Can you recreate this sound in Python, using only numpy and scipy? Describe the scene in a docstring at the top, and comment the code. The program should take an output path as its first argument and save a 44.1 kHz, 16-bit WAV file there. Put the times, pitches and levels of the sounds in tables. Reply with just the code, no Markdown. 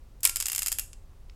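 """Socket snapping onto a ratchet

A steel socket is wiggled on the square drive and snaps home with a bright crack, leaving a faint ring.
Twisted by hand, it makes the pawl tick over the teeth, mostly in pairs; soft knocks and brushes follow.
Contacts are shaped noise bursts, most with damped sines, answered by the noise tail of a small tiled room.
Underneath lie a low noise rumble, faint hiss and a weak sine hum."""
import sys
import numpy as np
from scipy import signal
from scipy.fft import rfft, irfft, next_fast_len
from scipy.io import wavfile
from scipy.ndimage import uniform_filter1d

SR = 44100
rng = np.random.default_rng(int(sys.argv[2]) if len(sys.argv) > 2 else 0)


def waveform_to_disk(signal):
    """Save audio, clipped to [-1, 1], as 16-bit WAV at the path in sys.argv[1]."""
    frames = np.transpose(np.atleast_2d(signal))
    scaled = np.clip(frames, -1, 1) * 32767
    samples = np.round(scaled).astype(np.int16)
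    wavfile.write(sys.argv[1], SR, samples)


N = 59535  # length in samples


def amp(db):
    """Decibels to gain."""
    return 10 ** (np.asarray(db) / 20)


def unit(x):
    """Scale to rms 1."""
    return x / np.sqrt(np.mean(x ** 2) + 1e-20)


def along(points, hz):
    """Read (f/Hz, value) points on a log frequency axis."""
    point_hz, values = np.transpose(points)
    return np.interp(np.log(hz + 1), np.log(point_hz + 1), values)


def filtered(x, response):
    """Multiply the spectrum of x by a function of frequency."""
    size = next_fast_len(len(x) + SR // 4)
    hz = np.fft.rfftfreq(size, 1 / SR)
    return irfft(rfft(x, size) * response(hz), size)[:len(x)]


def causal(gain):
    """Minimum-phase response with the given gains: no energy smears ahead of the hit."""
    cepstrum = irfft(np.log(np.maximum(gain, 1e-6)))
    half = len(cepstrum) // 2
    cepstrum[1:half] *= 2
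    cepstrum[half + 1:] = 0
    return np.exp(rfft(cepstrum))


def add(track, s, x):
    """Mix x into the track at time s."""
    part = track[max(round(s * SR), 0):][:len(x)]
    part += x[:len(part)]


# rumble and hiss, relative spectral density: f/Hz, level/dB (per Hz)
FLOOR_COLOUR = [(12, -23.5), (20, 1), (74, -11), (93, -16.5), (216, -32.5), (248, -33), (410, -33),
                (459, -36), (542, -32.5), (607, -38), (1220, -41.5), (1480, -46), (7310, -52.5),
                (16000, -57)]
FLOOR_DB, HISS_TOP_HZ = -47, 15900
HUM_HZ, HUM_DB = 242, -75.5


def background():
    """Noise coloured into low room rumble and faint hiss, plus a weak steady sine hum."""
    t = np.arange(N) / SR
    noise = rng.standard_normal(N)
    rumble = unit(filtered(noise, lambda hz: amp(along(FLOOR_COLOUR, hz)) * (hz < HISS_TOP_HZ)))
    hum = unit(np.sin(2 * np.pi * HUM_HZ * t))
    return amp(FLOOR_DB) * rumble + amp(HUM_DB) * hum


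# decay of the room tail: f/Hz, t60/s
ROOM_DECAY = [(300, 0.2665), (1300, .26), (3500, 0.24), (8000, 0.36), (12000, .22), (16000, 0.16)]
# colour of the room tail: f/Hz, level/dB (before the wet level)
ROOM_TONE = [(300, -3), (1300, -8), (3000, -8), (7500, -12), (12000, -9), (14000, -15.5), (16000, -15)]
ROOM_DELAY_S, ROOM_RISE_S = 0.0049, 0.0045


def in_room(x, wet_db):
    """The tiled room answers with a diffuse noise tail whose decay time depends on pitch."""
    hz, t, bands = signal.stft(rng.standard_normal(SR // 2), SR, nperseg=256)
    decay = amp(-60 * t / along(ROOM_DECAY, hz)[:, None])
    tail = signal.istft(bands * decay, SR, nperseg=256)[1]
    tail_t = np.arange(len(tail)) / SR
    tail *= np.clip((tail_t - ROOM_DELAY_S) / ROOM_RISE_S, 0, 1)
    tail = filtered(tail / np.linalg.norm(tail), lambda f: amp(along(ROOM_TONE, f)))
    return x + amp(wet_db) * signal.fftconvolve(x, tail)[:len(x)]


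# fingers brushing the tool: t/s, length/s, level/dB (rms before the fade in and out)
FINGER_BRUSHES = [(1.101, 0.056, -71), (1.233, 0.053, -73.5)]
BRUSH_HZ = 750  # centre of the rub


def fingers():
    """Skin slides softly over the steel as the grip changes: band-passed noise swelling and fading."""
    out = np.zeros(N)
    for s, length, db in FINGER_BRUSHES:
        size = int(length * SR)
        noise = rng.standard_normal(size)
        rub = unit(filtered(noise, lambda hz: hz ** 2 / (BRUSH_HZ ** 4 + hz ** 4) * BRUSH_HZ ** 2))
        add(out, s, amp(db) * np.hanning(size) * rub)
    return out


def ring(modes, scatter_db, detune, size=16384):
    """Struck steel rings as damped sines, with random polarity and scattered level and pitch."""
    t = np.arange(size) / SR
    out = np.zeros(size)
    for hz, db, t60 in modes:
        polarity = rng.choice([-1, 1])
        envelope = amp(db + scatter_db * rng.normal() - 60 * t / t60)
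        pitch = hz * (1 + detune * rng.normal())
        out += polarity * envelope * np.sin(2 * np.pi * pitch * t)
    return out


CRACK_DB, CRACK_T60_S = -6, 0.0017  # first instant of a contact
EVEN_HZ = 900  # a contact holds all pitches: its spectrum is evened over this width


def burst(colour, hold_s, t60, size=16384):
    """A crack and a dense metallic burst damped by the hands; colour gives dB for each frequency."""
    t, hz = np.arange(size) / SR, np.fft.rfftfreq(size, 1 / SR)
    body = amp(-60 * np.maximum(t - hold_s, 0) / t60)
    crack = amp(CRACK_DB - 60 * t / CRACK_T60_S)
    shape = body + crack
    spectrum = rfft(shape * rng.choice([-1, 1], size))
    power = uniform_filter1d(np.abs(spectrum) ** 2, int(EVEN_HZ * size / SR))
    local = np.sqrt(np.abs(power))
    x = irfft(spectrum * causal(amp(colour(hz)) * local.mean() / local))
    # colour alters the tone but not the energy
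    return x * np.linalg.norm(shape) / np.linalg.norm(x)


BODY_HZ, SHEEN_HZ = 4040, 9200  # body lies below, sheen above


def shade(hz, body_db, sheen_db):
    """Low and high shelves in dB: each contact lands a little differently."""
    body = body_db / (1 + (hz / BODY_HZ) ** 8)
    sheen = sheen_db / (1 + (SHEEN_HZ / (hz + 1)) ** 16)
    return body + sheen


# relative colour of a steel contact, shared with the taps: f/Hz, level/dB (per Hz)
STEEL_COLOUR = [(150, -33), (500, -21), (1000, -11.5), (1700, -7.5), (2300, -3.5), (3200, -4), (4100, -6.5),
                (5100, 2.5), (5800, -3), (6500, 3), (7800, 6.5), (10000, 1.5), (12400, 5), (13300, 0.5),
                (14100, 2), (15700, -13.5), (16300, -41.5)]
# modes of the ratchet head, before shading and head gain: f/Hz, level/dB, t60/s
HEAD_MODES = [(2150, -23, 0.0083), (2773, -18, .05), (3290, -24, 0.015), (5120, -11.5, 0.016),
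              (6730, -20, 0.017), (7220, -8.5, 0.025), (8300, -19, 0.019), (8800, -21.5, .05),
              (10100, -22.5, .03), (10730, -24, 0.056), (11100, -10, 0.017), (13750, -16, 0.017)]
# modes of the socket, shared with the snap, before any gain: f/Hz, level/dB, t60/s
SOCKET_MODES = [(1380, -46.5, 0.58), (2200, -53, 0.18), (2736, -49, 0.28), (4950, -48.5, .16),
                (5370, -48.5, 0.17), (6425, -47.5, 0.14), (6900, -44, 0.19), (7330, -49, .17),
                (7360, -45, 0.21), (7950, -47.5, .17), (8940, -45, .17), (9530, -44.5, .14),
                (11040, -43, .2), (11400, -46, 0.13)]
SHIMMER_DB, SHIMMER_HZ = 15.5, 4013  # light contacts wake only the socket's modes above this


def contact(body_db, sheen_db, hold_s, t60, head_db):
    """Steel on steel: a burst, the modes of the ratchet head and a shimmer from the socket."""
    head = [(hz, db + shade(hz, body_db, sheen_db), life) for hz, db, life in HEAD_MODES]
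    shimmer = [mode for mode in SOCKET_MODES if mode[0] > SHIMMER_HZ]
    click = burst(lambda hz: along(STEEL_COLOUR, hz) + shade(hz, body_db, sheen_db), hold_s, t60)
    click += amp(head_db) * ring(head, scatter_db=3.0, detune=0.011)
    return click + amp(SHIMMER_DB) * ring(shimmer, scatter_db=3, detune=0.0017)


# soft taps as the play is taken up: t/s, level/dB, dull above f/Hz, ping f/Hz, ping level/dB (in the tap)
SOFT_TAPS = [(0.9313, -40.5, 10520, 2680, -7.5), (0.9371, -50.5, 9000, 2700, -10),
             (1.2972, -48.5, 5350, 5290, -3)]


def taps():
    """Gentle contacts: steel bursts with the treble rolled off, each with one short ping."""
    out = np.zeros(N)
    for s, db, dull_hz, ping_hz, ping_db in SOFT_TAPS:
        def colour(hz):
            return along(STEEL_COLOUR, hz) - 20 * np.log10(1 + (hz / dull_hz) ** 8)
        tap = burst(colour, hold_s=0.00047, t60=0.012)
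        tap += ring([(ping_hz, ping_db, .018)], scatter_db=1.5, detune=0)
        add(out, s, amp(db) * in_room(tap, wet_db=-3.5))
    return out


# pawl dropping into a tooth: t/s, level/dB (before the common gain), body level/dB, sheen level/dB
PAWL_TICKS = [(0.3591, -23.5, -1, -2), (0.368, -27.5, 1, -1), (0.4015, -23.5, -2.5, -5),
              (0.409, -28, 3, -2.5), (0.4248, -27.5, 0.5, -5.5), (0.4573, -24.5, -2.5, -8),
              (0.4666, -27.5, 2.5, 0), (0.4836, -27, 5.5, 4), (0.4986, -29.5, 2, -7), (0.5185, -28, 4, 2),
              (0.531, -28.5, 4.5, 0.5), (0.5489, -28, 2, -2), (0.5606, -25.5, 0.5, 1), (0.5802, -26, 1, -3),
              (0.5912, -24, 0, 0.5), (0.6204, -27, 5.5, -0.5), (0.6302, -27, -2, -3.5),
              (0.6614, -25.5, 3, -0.5), (0.67, -26.5, 1, -1), (0.6823, -24.5, 0, 1), (0.718, -25, 3, 0),
              (0.726, -25, -1, 0.5), (0.786, -26.5, 5, 2.5), (0.795, -25, -1, 2.5)]
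PAWL_HOLD_S, PAWL_T60_S, PAWL_GAIN_DB = 0.00087, 0.017, 3


def pawl():
    """The pawl ticks over the teeth as the socket is twisted, one steel contact per tooth."""
    out = np.zeros(N)
    for s, db, body_db, sheen_db in PAWL_TICKS:
        tick = contact(body_db, sheen_db, PAWL_HOLD_S, PAWL_T60_S, head_db=-2)
        add(out, s, amp(db + PAWL_GAIN_DB) * in_room(tick, wet_db=-2))
    return out


# socket knocking on the drive: t/s, level/dB (before the common gain), body level/dB, sheen level/dB
SOCKET_KNOCKS = [(0.206, -52.5, -2.5, 0.5), (0.232, -26, -4.5, -1), (0.2339, -29, -6.5, 3),
                 (0.2382, -31, 0.5, 0), (.243, -25, 1, -3), (0.2502, -27.5, 4.5, -3.5),
                 (0.2613, -23.5, 0.5, -2.5), (0.2733, -23, -2.5, -3.5), (0.295, -25, 3, -0.5)]
SOCKET_HOLD_S, SOCKET_T60_S, SOCKET_GAIN_DB = .0007, .017, 3


def socket():
    """The wiggled socket knocks on the drive: steel contacts with less of the ratchet head."""
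    out = np.zeros(N)
    for s, db, body_db, sheen_db in SOCKET_KNOCKS:
        knock = contact(body_db, sheen_db, SOCKET_HOLD_S, SOCKET_T60_S, head_db=-6.5)
        add(out, s, amp(db + SOCKET_GAIN_DB) * in_room(knock, wet_db=-1.5))
    return out


# the snap home and its rebound: t/s, level/dB, body level/dB, sheen level/dB, hold/s, t60/s
SNAP_BLOWS = [(0.2519, -5.5, -10.5, 10, 0.00067, .002), (.2537, -14.5, 3.5, -6.5, 0.0011, .016)]
# relative colour of the socket hitting home: f/Hz, level/dB (per Hz)
SNAP_TONE = [(200, -34), (800, -22), (1500, -16.5), (2400, 0), (4500, -5), (5600, 1.5), (6600, -5.5),
             (7800, 6.5), (9600, 4), (12800, 1), (14500, -17), (15800, -18.5), (16800, -40.5)]
# dull knock of the tool in the hand: f/Hz, level/dB, t60/s
THUD_MODES = [(280, -46, 0.037), (560, -37, .014), (1022, -27.5, 0.025)]


def snap():
    """The socket hits home and rebounds as two bursts; the tool thuds and the socket rings on."""
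    out = np.zeros(N)
    for s, db, body_db, sheen_db, hold_s, t60 in SNAP_BLOWS:
        blow = burst(lambda hz: along(SNAP_TONE, hz) + shade(hz, body_db, sheen_db), hold_s, t60)
        add(out, s, amp(db) * in_room(blow, wet_db=-5))
    thud = ring(THUD_MODES, scatter_db=1, detune=.005)
    chime = ring(SOCKET_MODES, scatter_db=1, detune=0)
    home_s = SNAP_BLOWS[0][0]
    add(out, home_s, in_room(thud, wet_db=-8) + chime)
    return out


def scene():
    """All sources summed at one microphone."""
    return (background() + fingers() + taps() + pawl() + socket() + snap())[None]


TOP_HZ = 16700  # band limit


def record(dry):
    """The recorder softly rounds off high peaks and keeps nothing above its band limit."""
    rounded = dry[0] / (1 + np.abs(dry[0]) ** 6) ** (1 / 6)
    return filtered(rounded, lambda hz: hz < TOP_HZ)[None]


dry = scene()
out = record(dry)
waveform_to_disk(out)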